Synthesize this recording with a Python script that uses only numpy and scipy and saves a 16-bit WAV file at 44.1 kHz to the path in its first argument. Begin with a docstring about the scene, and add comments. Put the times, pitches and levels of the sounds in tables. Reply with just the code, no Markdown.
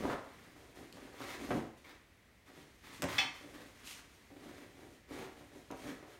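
"""A small kitchen, where a pair of heavy jeans is turned inside out on a stone worktop.
As the cloth is pulled, folds buckle in soft pops, the twill rasps and the fibres hiss.
The legs flop onto the stone, rivets and seams tick, and the metal waist button knocks and rings.
Hard walls add a short echo over a quiet room tone."""
import sys
import numpy as np
from scipy import signal
from scipy.fft import rfft, irfft
from scipy.io import wavfile
from scipy.ndimage import uniform_filter1d, map_coordinates

SR = 44100
rng = np.random.default_rng(int(sys.argv[2]) if len(sys.argv) > 2 else 0)


def master(y):
    """Save y as 16-bit WAV."""
    cut = np.clip(np.atleast_2d(y).T, -1, 1)
    pcm = np.round(cut * 32767)  # scale
    wavfile.write(sys.argv[1], SR, pcm.astype(np.int16))


N = 272979
TIME = np.arange(N) / SR

# the button strikes the stone, then chatters, held down by the cloth: t/s, crack gain/dB, ring gain/dB
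BUTTON_HITS = [(3.183, -35, -27.5), (3.1868, -29.5, -42), (3.197, -42, -47), (3.204, -44, -49)]


def undb(db):
    """Decibels to gain."""
    return 10 ** (np.asarray(db) / 20)


def unit(x):
    """Scale to rms 1."""
    return x / np.sqrt(np.mean(x ** 2))


def add(out, start_s, x):
    """Mix x into out from start_s on."""
    i = max(int(start_s * SR), 0)
    out[i:i + len(x)] += x[:N - i]


def on_log_axis(hz, points):
    """Read a curve of (f/Hz, value) points at any frequency."""
    f, value = np.transpose(points)
    return np.interp(np.log(hz + 1), np.log(f), value)


def colour(x, eq, size=4096):
    """Minimum-phase EQ of unit energy, shaped by (f/Hz, level/dB) points."""
    gain = undb(on_log_axis(np.fft.rfftfreq(size, 1 / SR), eq))
    cepstrum = irfft(np.log(gain))
    cepstrum[1:size // 2] *= 2
    cepstrum[size // 2 + 1:] = 0
    response = irfft(np.exp(rfft(cepstrum)))
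    return signal.fftconvolve(x, response / np.linalg.norm(response))[:len(x)]


def wander(rate_hz):
    """Smooth random modulation of rms 1, with rate_hz new targets a second."""
    hold = max(int(SR / rate_hz), 1)
    steps = np.repeat(rng.standard_normal(N // hold + 1), hold)
    return unit(uniform_filter1d(uniform_filter1d(steps, hold), hold)[:N])


def slips(per_s, scatter_db):
    """Grains of friction: tiny impulses of uneven size at random moments."""
    chance, size = rng.random(N), rng.standard_normal(N)
    return (chance < per_s / SR) * rng.choice([-1, 1], N) * undb(scatter_db * size)


def steady(x, span_s):
    """Even out the slow swells of a grain stream and keep its fine texture."""
    power = uniform_filter1d(x ** 2, max(int(span_s * SR), 1))
    return x / np.sqrt(np.abs(power) + np.mean(x ** 2) / 20)


def room_tone(level_db=-64.4, waver_db=0.7):
    """The quiet, low bed of the kitchen, wavering a little."""
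    # colour of the background: f/Hz, level/dB
    air_eq = [(20, -16), (40, 1), (75, 5.5), (150, -1), (280, -4), (420, -7), (900, -12.5), (1600, -11.5),
              (1950, -7), (2700, -14), (5000, -21), (15000, -29)]
    return undb(level_db + waver_db * wander(1.5)) * unit(colour(rng.standard_normal(N), air_eq))


def kitchen_reverb(x, wet_db, predelay_s=0.00397, count=24000):
    """Mix in dense reflections off cupboards and tiles; the top end dies first."""
    # decay of the room: f/Hz, t60/s
    decay_times = [(100, 0.55), (300, 0.33), (1000, 0.6), (3000, 0.44), (8000, 0.43), (15000, 0.076)]
    t, tail = TIME[:count], 0
    edges_hz = np.geomspace(40, 18000, 10)
    for lo, hi in zip(edges_hz, edges_hz[1:]):
        bandpass = signal.butter(3, [lo, hi], "band", fs=SR, output="sos")
        band = signal.sosfilt(bandpass, rng.standard_normal(count))
        t60 = on_log_axis(np.sqrt(lo * hi), decay_times)
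        tail = tail + band * np.exp(-np.log(1000) * t / t60)
    tail = tail * (t > predelay_s)
    echo = signal.fftconvolve(x, tail / np.linalg.norm(tail))[:N]
    wet = undb(wet_db)
    return (x + wet * echo) / np.hypot(1, wet)


def ticks(decay_s=0.0016, count=900):
    """Rivets, seams and stiff creases tick: a tiny burst of noise through one resonance."""
    # small hard contacts: t/s, peak level/dB, centre f/Hz, width/Hz
    contacts = [(.926, -40.5, 3900, 4000), (1.208, -54, 2500, 4050), (1.847, -50, 2250, 160),
                (3.0212, -24.5, 2670, 7060), (3.028, -25, 2600, 2940), (3.04, -27, 2400, 2400),
                (3.874, -38, 2420, 900), (5.713, -41.5, 3800, 4000), (6.028, -50, 2000, 900)]
    out = np.zeros(N)
    for start_s, db, hz, width_hz in contacts:
        burst = rng.standard_normal(count) * np.exp(-TIME[:count] / decay_s)
        tick = signal.lfilter(*signal.iirpeak(hz, hz / width_hz, fs=SR), burst)
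        add(out, start_s, tick * undb(db) / np.abs(tick).max())
    return out


def button_cracks(decay_s=0.012, count=6000):
    """The attack of the button: each contact with the stone gives a short crack."""
    # colour of metal on stone: f/Hz, level/dB
    crack_eq = [(200, -9), (800, 4.5), (1500, 1.5), (2200, 11.5), (3500, 4), (4050, -8), (4400, -1),
                (4950, -6), (5700, 4), (7000, -10), (10000, -19), (16000, -19)]
    out, t = np.zeros(N), TIME[:count]
    for start_s, crack_db, _ in BUTTON_HITS:
        burst = rng.standard_normal(count) * np.exp(-t / decay_s)
        add(out, start_s, undb(crack_db) * colour(burst, crack_eq))
    return out


def button_ring(rock_db=2.2, rock_hz=80, count=26000):
    """Each contact rings the same modes; close pairs beat, and each flutters as the button rocks."""
    # modes of the knock: f/Hz, relative level/dB, t60/s
    modes = [(764, -16, .33), (822, -16, .27), (924, -14, .33), (1181, -18, .35), (1340, -20, .25),
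             (1588, -22, .25), (1701, -15, .24), (1782, -21, .35), (1949, -18, .28), (2019, -14, .35),
             (2042, -20, .33), (2170, -11, .24), (2310, -15, .3), (2588, -6.5, .25), (2649, -12, .33),
             (2789, -20, .25), (2966, -21, .28), (3115, -10.5, .25), (3141, -15, .33), (3214, -21, .33),
             (3430, 6.5, .125), (3554, -17, .33), (3795, -19, .25), (3822, -14.5, .24), (4272, -16, .36),
             (4317, -18, .38), (4377, -20, .36), (4506, -20, .28), (4724, -15, .27), (5155, -16, .3),
             (5373, -19, .3), (5496, -23, .23), (5626, -18, .24), (5992, -17, .24), (7370, -25, .22),
             (7461, -28, .2), (8640, -26, .18)]
    out, t = np.zeros(N), TIME[:count]
    hz, mode_db, t60 = np.transpose(modes)[:, :, None]
    flutter_db = rock_db * np.array([wander(rock_hz)[:count] for _ in modes])
    envelopes = undb(mode_db + flutter_db) * np.exp(-np.log(1000) * t / t60)
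    for start_s, _, ring_db in BUTTON_HITS:
        phase = rng.uniform(0, 2 * np.pi, hz.shape)
        ring = np.sum(envelopes * np.sin(2 * np.pi * hz * t + phase), axis=0)
        add(out, start_s, undb(ring_db) * ring)
    return out


def denim_flops(pocket_db=2, pocket_q=2.2, count=13000):
    """Fold after fold slaps down; soft cloth blunts the slaps and a pocket of air adds a hollow note."""
    # cloth landing or snapping taut: t/s, level/dB, low-pass f/Hz, settling time/s, air pocket f/Hz
    landings = [(.038, -35, 634, 0.026, 430), (.054, -40, 700, 0.025, 480), (.079, -45, 1400, 0.02, 640),
                (.099, -37.5, 1200, 0.021, 1040), (.114, -38.5, 790, 0.016, 450),
                (.127, -40.5, 1200, 0.012, 980), (.182, -45.5, 1210, 0.011, 650),
                (.561, -57.5, 600, 0.026, 310), (.692, -60, 450, 0.027, 330), (.745, -64, 700, 0.016, 420),
                (.799, -54.5, 460, 0.025, 290), (.971, -54.5, 800, 0.036, 560),
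                (1.02, -55.5, 600, 0.03, 323), (1.076, -55, 800, .014, 420),
                (1.142, -56.5, 900, 0.028, 500), (1.205, -46, 1030, 0.022, 275),
                (1.507, -31.5, 1080, 0.017, 404), (1.533, -36, 510, 0.023, 253),
                (1.549, -35.5, 200, 0.02, 150), (1.570, -35, 300, 0.02, 246), (2.575, -55, 200, 0.024, 139),
                (2.994, -54, 200, 0.063, 260), (3.022, -38, 940, 0.023, 273),
                (3.034, -35.5, 880, 0.021, 400), (3.045, -43.5, 130, 0.049, 85),
                (3.19, -51, 450, 0.057, 279), (4.304, -54.5, 300, 0.035, 300),
                (4.364, -52.5, 450, 0.014, 330), (4.459, -52.5, 400, 0.034, 290),
                (5.108, -49.5, 850, 0.026, 243), (5.194, -50, 500, 0.022, 210),
                (5.359, -60, 700, 0.021, 380), (5.41, -55.5, 500, 0.028, 287),
                (5.518, -58.5, 800, 0.018, 450), (5.551, -54.5, 453, 0.012, 300),
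                (5.705, -44.5, 850, 0.021, 430), (5.722, -44.5, 800, 0.016, 537),
                (5.915, -49.5, 600, 0.018, 290), (6.027, -54.5, 900, 0.034, 500)]
    # colour of a slap before it is blunted: f/Hz, level/dB
    slap_eq = [(25, -34), (65, -9.5), (110, -6), (155, -2.5), (200, -7.5), (270, 2.5), (450, -5),
               (650, -2.5), (1500, -3), (4000, -8.5), (15000, -15)]
    out, t = np.zeros(N), TIME[:count]
    for start_s, db, soft_hz, settle_s, pocket_hz in landings:
        slaps = slips(per_s=1100, scatter_db=3.15)[:count] * np.exp(-t / settle_s)
        slaps[0] += 1.6  # one edge lands first
        thud = colour(slaps, slap_eq)
        for corner_hz in (soft_hz, 2 * soft_hz):
            thud = signal.sosfilt(signal.butter(1, corner_hz, fs=SR, output="sos"), thud)
        pocket = signal.lfilter(*signal.iirpeak(pocket_hz, pocket_q, fs=SR), thud)
        flop = thud + undb(pocket_db) * pocket
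        add(out, start_s, flop * undb(db) * np.sqrt(settle_s * SR / np.sum(flop ** 2)))
    return out


def cloth_speed(start_s, rise_s, length_s, release_s=0.048):
    """Envelope of one stroke: the cloth picks up speed smoothly, then comes to rest after length_s."""
    t = TIME - start_s
    attack = np.sin(np.pi / 2 * np.clip(t / rise_s, 0, 1)) ** 2
    return attack * np.exp(-np.maximum(t - length_s, 0) / release_s)


def stroke_envelopes(creep_rise_s=0.013, creep_db=(-72, -78.5, -78)):
    """One motion drives folds, rasp and hiss; overlapping strokes and a faint creep add in power."""
    # tugs, drags and shuffles: t/s, rise/s, length/s, fold gain/dB, rasp gain/dB, hiss gain/dB
    strokes = [ (0.0, 0.00047, 0.12, -43, -54, -65.5), (.22, 0.026, .28, -65, -66, -81),
               (.53, 0.049, 0.12, -62.5, -71, -76.5), (.74, 0.025, 0.094, -56, -64.5, -71),
               (.92, 0.011, 0.16, -58, -66, -72.5), (1.079, 0.22, 0.26, -51.5, -50, -62.5),
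               (1.359, 0.064, 0.215, -45.5, -59, -63.5), (1.76, 0.017, 0.024, -68, -80, -73),
               (1.837, 0.013, 0.082, -63.5, -59, -79), (2.445, 0.057, 0.038, -57.5, -60.5, -77),
               (2.52, 0.053, 0.097, -64.5, -65, -73.5), (2.80, 0.076, 0.1, -59, -56, -69),
               (2.91, 0.027, 0.051, -67, -60, -64), (3.071, 0.024, 0.12, -55, -45.5, -60.5),
               (3.335, 0.011, 0.03, -66, -57, -68), (3.40, 0.016, 0.12, -57, -69, -72.5),
               (3.52, 0.025, 0.1, -55.5, -60.5, -71), (3.65, 0.014, 0.015, -71, -65, -69.5),
               (3.73, 0.041, 0.13, -69.5, -64.5, -73.5), (3.825, 0.055, 0.095, -64.5, -60, -56.5),
               (3.95, 0.017, 0.023, -75, -59, -71), (4.08, 0.08, 0.055, -77, -68, -73),
               (4.309, 0.15, 0.33, -57, -63.5, -74), (4.68, 0.14, 0.19, -57, -73, -75.5),
               (4.92, 0.02, 0.033, -62.5, -82, -74.5), (5.06, 0.088, 0.17, -48.5, -56, -65.5),
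               (5.359, 0.019, 0.04, -58, -68.5, -73), (5.51, 0.043, 0.083, -59.5, -73, -74),
               (5.71, 0.089, 0.18, -62, -63.5, -68), (5.79, 0.076, 0.11, -47, -55.5, -66.5),
               (6.03, 0.089, 0.11, -61.5, -64, -74)]
    # jeans in hand, the cloth creeping between strokes: t/s, length/s
    in_hand = [(0.0, 1.6), (2.45, 2.5), (5.09, 1.1)]
    creep = [(start_s, creep_rise_s, length_s, *creep_db) for start_s, length_s in in_hand]
    power = 0
    for start_s, rise_s, length_s, *gains_db in strokes + creep:
        power = power + np.outer(undb(gains_db), cloth_speed(start_s, rise_s, length_s)) ** 2
    return np.sqrt(power)


def denim_rustle(fold_db=0.5, rasp_db=1, hiss_db=5.5, drift_octaves=0.17):
    """Folds buckle in soft pops; threads catch and slip in bunches; fibres brush."""
    # colours of the dull folds, the midrange twill rasp and the bright fibre hiss: f/Hz, level/dB
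    fold_eq = [(30, -18.5), (70, -6.5), (130, -10), (200, -6.5), (280, 3), (360, -2.5), (450, -6),
               (650, -8.5), (1000, -19), (2000, -19), (5000, -77)]
    rasp_eq = [(300, -10.5), (700, -3.5), (1100, 3), (1550, 0), (2100, 3.5), (2800, -6), (3500, -4),
               (5000, -10.5), (9000, -19.5)]
    hiss_eq = [(1200, -30.5), (2500, 4.5), (4000, 1), (5000, -1.5), (6500, -0.5), (8000, -5), (9500, -1),
               (10400, -8.5), (12000, -4.5), (15500, -16.5)]
    grip = wander(55)  # the cloth sticks and lets go
    pops = slips(per_s=380, scatter_db=2.35)
    folds = steady(colour(pops, fold_eq), span_s=0.18)
    drift = 2 ** (drift_octaves * wander(7))  # resonances wander as folds grow and shrink
    folds = map_coordinates(folds, [np.cumsum(drift)], order=1, mode="mirror")
    catches = slips(per_s=1800, scatter_db=1.54) * undb(1.7 * grip)
    rasp = steady(colour(catches, rasp_eq), span_s=0.13)
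    brushes = slips(per_s=9000, scatter_db=2.1) * undb(grip)
    hiss = steady(colour(brushes, hiss_eq), span_s=0.057)
    fold_envelope, rasp_envelope, hiss_envelope = stroke_envelopes()
    return (undb(fold_db) * folds * fold_envelope
            + undb(rasp_db) * rasp * rasp_envelope
            + undb(hiss_db) * hiss * hiss_envelope)


def scene():
    """Cloth and metal on the worktop over the room tone, in mono; the ring is the driest layer."""
    cloth = kitchen_reverb(denim_rustle() + denim_flops(), wet_db=-5.5)
    cracks = kitchen_reverb(ticks() + button_cracks(), wet_db=-5.0)
    ring = kitchen_reverb(button_ring(), wet_db=-11)
    return (cloth + cracks + ring + room_tone())[None]


def record(dry):
    """A steep low-pass takes off the very top."""
    top_hz = 15800
    return signal.sosfilt(signal.ellip(10, .2, 70, top_hz, fs=SR, output="sos"), dry)


dry = scene()
out = record(dry)
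master(out)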